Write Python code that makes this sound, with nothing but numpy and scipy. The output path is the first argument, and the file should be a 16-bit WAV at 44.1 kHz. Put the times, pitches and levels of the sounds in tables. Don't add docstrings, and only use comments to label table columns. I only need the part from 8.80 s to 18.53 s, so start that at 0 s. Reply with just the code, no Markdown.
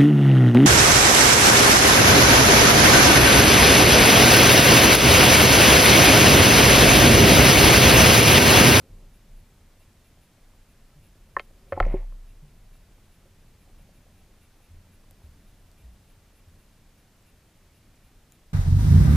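import sys
import numpy as np
from scipy import signal
from scipy.fft import rfft, irfft
from scipy.io import wavfile

SR = 44100
rng = np.random.default_rng(int(sys.argv[2]) if len(sys.argv) > 2 else 0)


def to_wav(s):
    ch = np.atleast_2d(s).T
    pcm = np.round(np.clip(ch, -1, 1) * 32767)
    wavfile.write(sys.argv[1], SR, pcm.astype(np.int16))


N = 429093
TIME_S = np.arange(N) / SR
BINS_HZ = np.fft.rfftfreq(N, 1 / SR)

# time in seconds, sway level in dB, rumble level in dB.
FLOW_LEVELS = [(0, -56, -58.5), (1.0, -60, -62.5), (1.9, -56.5, -64), (2.8, -53.5, -60), (3.4, -59.5, -61),
               (4.0, -50.5, -62.5), (4.4, -57.5, -62.5), (5.1, -55, -57.5), (5.701, -62.5, -64.5),
               (6.6, -56, -59.5), (7.9, -61, -64), (8.9, -64.5, -63), (9.35, -54.5, -64.5),
               (9.73, -64.5, -64.5)]
# frequency in Hz, relative density in dB.
SWAY_SPECTRUM = [(10, -23.5), (22, 7.5), (29, 8), (45, -2.5), (60, -8.5), (100, -53)]
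# frequency in Hz, relative density in dB.
RUMBLE_SPECTRUM = [(35, -16.5), (60, -9), (88, -1), (125, -9.5), (200, -11), (300, -22.5), (450, -45.5),
                   (570, -24.5), (800, -33), (1500, -46)]
# time in seconds, level in dB.
RUB_LEVELS = [(0, -66), (.25, -62), (.35, -86.5), (2.6, -83), (2.75, -70), (2.92, -62), (3.0, -100)]
# frequency in Hz, relative level in dB, base T60 in seconds.
HOUSING_MODES = [(188.2, -15.5, 0.059), (265, -14, 0.028), (377, -8, 0.075), (450, -12, .06),
                 (553, -3, 0.061), (732, -7.5, 0.055), (846.5, -8.5, 0.044), (1067, -2, 0.039),
                 (1320, -6.5, 0.061), (1514, -12.5, 0.0417), (1796, -4, 0.03), (2135, -11, 0.037),
                 (2550, -12.5, 0.029), (3136, -12.5, 0.031), (4460, -0.5, 0.011), (6930, -11.5, .012)]
# frequency in Hz, relative density in dB.
HISS_SPECTRUM = [(100, 15), (600, 3.5), (1000, -0.5), (2000, -2), (4000, -6), (7000, -8.5), (10000, -10.5),
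                 (11000, -9), (12600, -12.5), (15000, -14.5)]
# start in seconds, level in dB, swing rate in Hz, rise in seconds.
SHOVES = [(0.079, -36.5, 31.3, 0.058), (0.100, -44.5, 88, 0.044), (0.430, -39.5, 29.3, 0.099),
          (2.149, -41.5, 146.5, 0.031), (2.922, -31.5, 88, .0072), (2.996, -13.5, 30.6, .04),
          (3.007, -25, 87, .0027), (3.060, -34, 160, 0.0064), (3.616, -37.5, 146, .03),
          (5.879, -34, 85.4, .08), (6.440, -40.5, 71.4, 0.0035), (7.031, -38, 59.1, 0.026),
          (7.659, -43.5, 85, .03)]
# centre in Hz, width in Hz, relative level in dB.
LENS_RESONANCES = [(2370, 105, -0.5), (2720, 180, -1.5), (3773, 420, -9), (10840, 1220, -6.5),
                   (13880, 890, -11.5), (14900, 450, -14.5)]
# start in seconds, peak in dB, brightness in Hz,
# two regions in Hz favoured by the struck spot, factor on ring time.
BED_CONTACTS = [(2.5662, -11, 2050, 1060, 1800, 0.67), (2.586, -38, 3000, 1810, 2600, .5),
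                (2.5953, -21, 3900, 2210, 2600, 0.33), (2.602, -37, 5500, 2130, 3000, 1.3),
                (2.922, -17.5, 2270, 545, 554, 1.05), (2.93, -27.5, 2900, 1930, 1340, 0.3),
                (2.965, -37, 1500, 560, 1320, 1.0), (2.9743, -21.5, 903, 830, 800, 1.0),
                (3.0013, -10, 3157, 1317, 1957, 0.3), (3.003, -13, 1050, 757, 735, .75),
                (3.026, -27, 2500, 2130, 2154, .86), (3.038, -34, 3600, 1300, 1900, .45),
                (3.052, -37, 3900, 2130, 2500, .3), (3.0637, -26.5, 654, 550, 470, 0.6),
                (3.141, -16.5, 580, 374, 378, 1.04), (3.3224, -49, 1800, 1000, 600, .4),
                (4.456, -53, 700, 371, 553, 0.66), (4.8741, -55, 800, 470, 750, .6),
                (5.0897, -51, 1000, 750, 550, 0.36), (6.309, -54, 1100, 602, 750, 0.41)]
# time in seconds, level in dB.
SCRAPE_LEVELS = [(2.93, -48), (2.99, -49.5), (3.02, -44), (3.08, -44.5), (3.15, -46), (3.2, -51),
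                 (3.26, -64.5), (3.3, -87)]
# frequency in Hz, relative density in dB.
SAND_SPECTRUM = [(150, 3), (380, -2.5), (560, 3.5), (830, 1), (1400, -15), (1750, -13), (2130, -5.5),
                 (2800, -19), (3500, -25.5), (8000, -49.5)]
# start in seconds, crack level in dB, ring level in dB, ring pitch in Hz.
WATER_SNAPS = [(3.067, -61, -50, 5860), (6.31, -48, -55, 8000), (6.9158, -56, -57, 4500),
               (8.4249, -63, -56, 7500), (9.1567, -65, -57, 7500), (9.5219, -46, -43.5, 7140)]


def amp(db):
    return 10 ** (np.asarray(db) / 20)


def unit(x):
    return x / np.sqrt(np.mean(x ** 2) + 1e-20)


def add(mix, start_s, sound):
    part = mix[round(start_s * SR):][:len(sound)]
    part += sound[:len(part)]


def colour(x, points):
    hz, db = np.transpose(points)
    gain = amp(np.interp(np.log(BINS_HZ + 1), np.log(hz), db))
    return unit(irfft(rfft(x) * gain, N))


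def lowpass(x, hz, order):
    return signal.sosfilt(signal.butter(order, min(hz, .45 * SR), fs=SR, output="sos"), x)


def water(wake_rise_s=.04, wake_fade_s=.26, wake_sway_db=-51, wake_rumble_db=-58):
    times_s, sway_db, rumble_db = np.transpose(FLOW_LEVELS)
    ages_s = (np.maximum(TIME_S - start_s, 0) for start_s, *_ in SHOVES)
    wakes = [(1 - np.exp(-age_s / wake_rise_s)) * np.exp(-age_s / wake_fade_s) for age_s in ages_s]
    wake = np.max(wakes, axis=0)
    sway_gain = np.hypot(amp(np.interp(TIME_S, times_s, sway_db)), amp(wake_sway_db) * wake)
    rumble_gain = np.hypot(amp(np.interp(TIME_S, times_s, rumble_db)), amp(wake_rumble_db) * wake)
    sway = sway_gain * colour(rng.standard_normal(N), SWAY_SPECTRUM)
    rumble = rumble_gain * colour(rng.standard_normal(N), RUMBLE_SPECTRUM)
    return sway + rumble


def hand_rub(cutoff_hz=480, damping=1.6):
    body = sum(amp(db) / (1 + ((BINS_HZ - hz) * t60_s / damping) ** 2) for hz, db, t60_s in HOUSING_MODES)
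    friction = irfft(rfft(rng.standard_normal(N)) * body, N)
    envelope = amp(np.interp(TIME_S, *np.transpose(RUB_LEVELS), right=-200))
    return envelope * unit(lowpass(friction, cutoff_hz, order=3))


def mic_hiss(mid_db=-61.5, side_db=-74):
    side_spectrum = [(100, -9), (1500, -1.5), (6000, -1.5), (11000, -4), (15000, -11.5)]
    side = colour(rng.standard_normal(N), side_spectrum)
    mid = colour(rng.standard_normal(N), HISS_SPECTRUM)
    return amp(mid_db) * mid + amp(side_db) * np.array([side, -side])


def wobble(t60_cycles=30.4):
    out, t = np.zeros(N), np.arange(SR) / SR
    for start_s, db, hz, rise_s in SHOVES:
        attack = 1 - np.exp(-(2 * t / rise_s) ** 2)
        decay = amp(db - 60 * t * hz / t60_cycles)
        add(out, start_s, attack * decay * np.sin(2 * np.pi * hz * t))
    return out


def lens_drive(level_db=-71, range_db=3, run_s=.065, min_step_s=.14, max_step_s=.49, max_runs=60):
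    response = sum(amp(db) * np.exp(-2 * ((BINS_HZ - hz) / width_hz) ** 2)
                   for hz, width_hz, db in LENS_RESONANCES)
    spacing, strength = rng.random((max_runs, 2)).T
    starts_s = np.cumsum(min_step_s + (max_step_s - min_step_s) * spacing)
    gate = np.zeros(N)
    for start_s, db in zip(starts_s, range_db * (strength - .5)):
        add(gate, start_s, amp(db) * signal.windows.tukey(int(run_s * SR), .5))
    whir = unit(irfft(rfft(rng.standard_normal(N)) * response, N))
    return amp(level_db) * gate * whir


def knock(peak_db, bright_hz, spot1_hz, spot2_hz, ring_factor, push_db, spot_db=13, spot_spread=.13,
          rise_cycles=.94, crunch_db=-10, crunch_s=.0049, crack_db=-27, hard_hz=3500):
    t = np.arange(SR // 5) / SR
    hz, db, t60_s = np.transpose(HOUSING_MODES)[:, :, None]
    nearness = [np.exp(-(np.log(hz / spot_hz) / spot_spread) ** 2) for spot_hz in (spot1_hz, spot2_hz)]
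    decay = amp(db + spot_db * np.maximum(*nearness) - 60 * t / (t60_s * ring_factor))
    attack = 1 - np.exp(-t * hz / rise_cycles)
    polarity = (-1) ** np.arange(len(hz))[:, None]
    modes = polarity * decay * attack * np.sin(2 * np.pi * hz * t)
    crunch = rng.standard_normal(len(t)) * np.exp(-t / crunch_s)
    push_phase = np.pi * bright_hz * t
    push = amp(push_db) * push_phase * (2 - push_phase) * np.exp(-push_phase)
    body = lowpass(modes.sum(0) + amp(crunch_db) * crunch + push, bright_hz, order=4)
    hardness = min(bright_hz / hard_hz, 1) ** 4
    crack = amp(crack_db) * hardness * crunch * np.exp(-2 * t / crunch_s)
    return amp(peak_db) * (body / abs(body).max() + lowpass(crack, hz=9000, order=1))


def grit(count=30, min_db=-61, range_db=7, low_hz=600, high_hz=1600, until_s=6.5):
    out = np.zeros(N)
    for when, size, hardness in rng.random((count, 3)):
        hz = low_hz * (high_hz / low_hz) ** hardness
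        tap = knock(min_db + range_db * size, hz, hz, hz / 2, ring_factor=.4, push_db=0)
        add(out, when * until_s, tap)
    return out


def bed_knocks(ref_push_db=2.5, ref_hz=2000, push_db_per_octave=6.5):
    out = np.zeros(N)
    for start_s, peak_db, bright_hz, *spot in BED_CONTACTS:
        push_db = ref_push_db + push_db_per_octave * np.log2(ref_hz / bright_hz)
        add(out, start_s, knock(peak_db, bright_hz, *spot, push_db))
    return out


def sand_scrape(grains_per_s=3000, size_db=3):
    impulses = rng.standard_normal(N) * amp(size_db * np.minimum(rng.exponential(1, N), 4))
    slips = rng.random(N) < grains_per_s / SR
    envelope = amp(np.interp(TIME_S, *np.transpose(SCRAPE_LEVELS), left=-200, right=-200))
    return envelope * colour(impulses * slips, SAND_SPECTRUM)


def snaps(crack_s=.00074, ring_s=.00094):
    out, t = np.zeros(N), np.arange(SR // 100) / SR
    for start_s, crack_db, ring_db, hz in WATER_SNAPS:
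        crack = np.diff(rng.standard_normal(len(t) + 1)) * np.exp(-t / crack_s)
        ring = np.sin(2 * np.pi * hz * t) * np.exp(-t / ring_s)
        add(out, start_s, amp(crack_db) * crack + amp(ring_db) * ring)
    return out


def scene():
    handling = bed_knocks() + wobble() + sand_scrape() + hand_rub()
    return handling + grit() + water() + lens_drive() + snaps() + mic_hiss()


def record(dry):
    taps = signal.firwin(511, cutoff=15350, window=("kaiser", 9), fs=SR)
    return signal.oaconvolve(dry, taps[None], "same")


dry = scene()
out = record(dry)
to_wav(out)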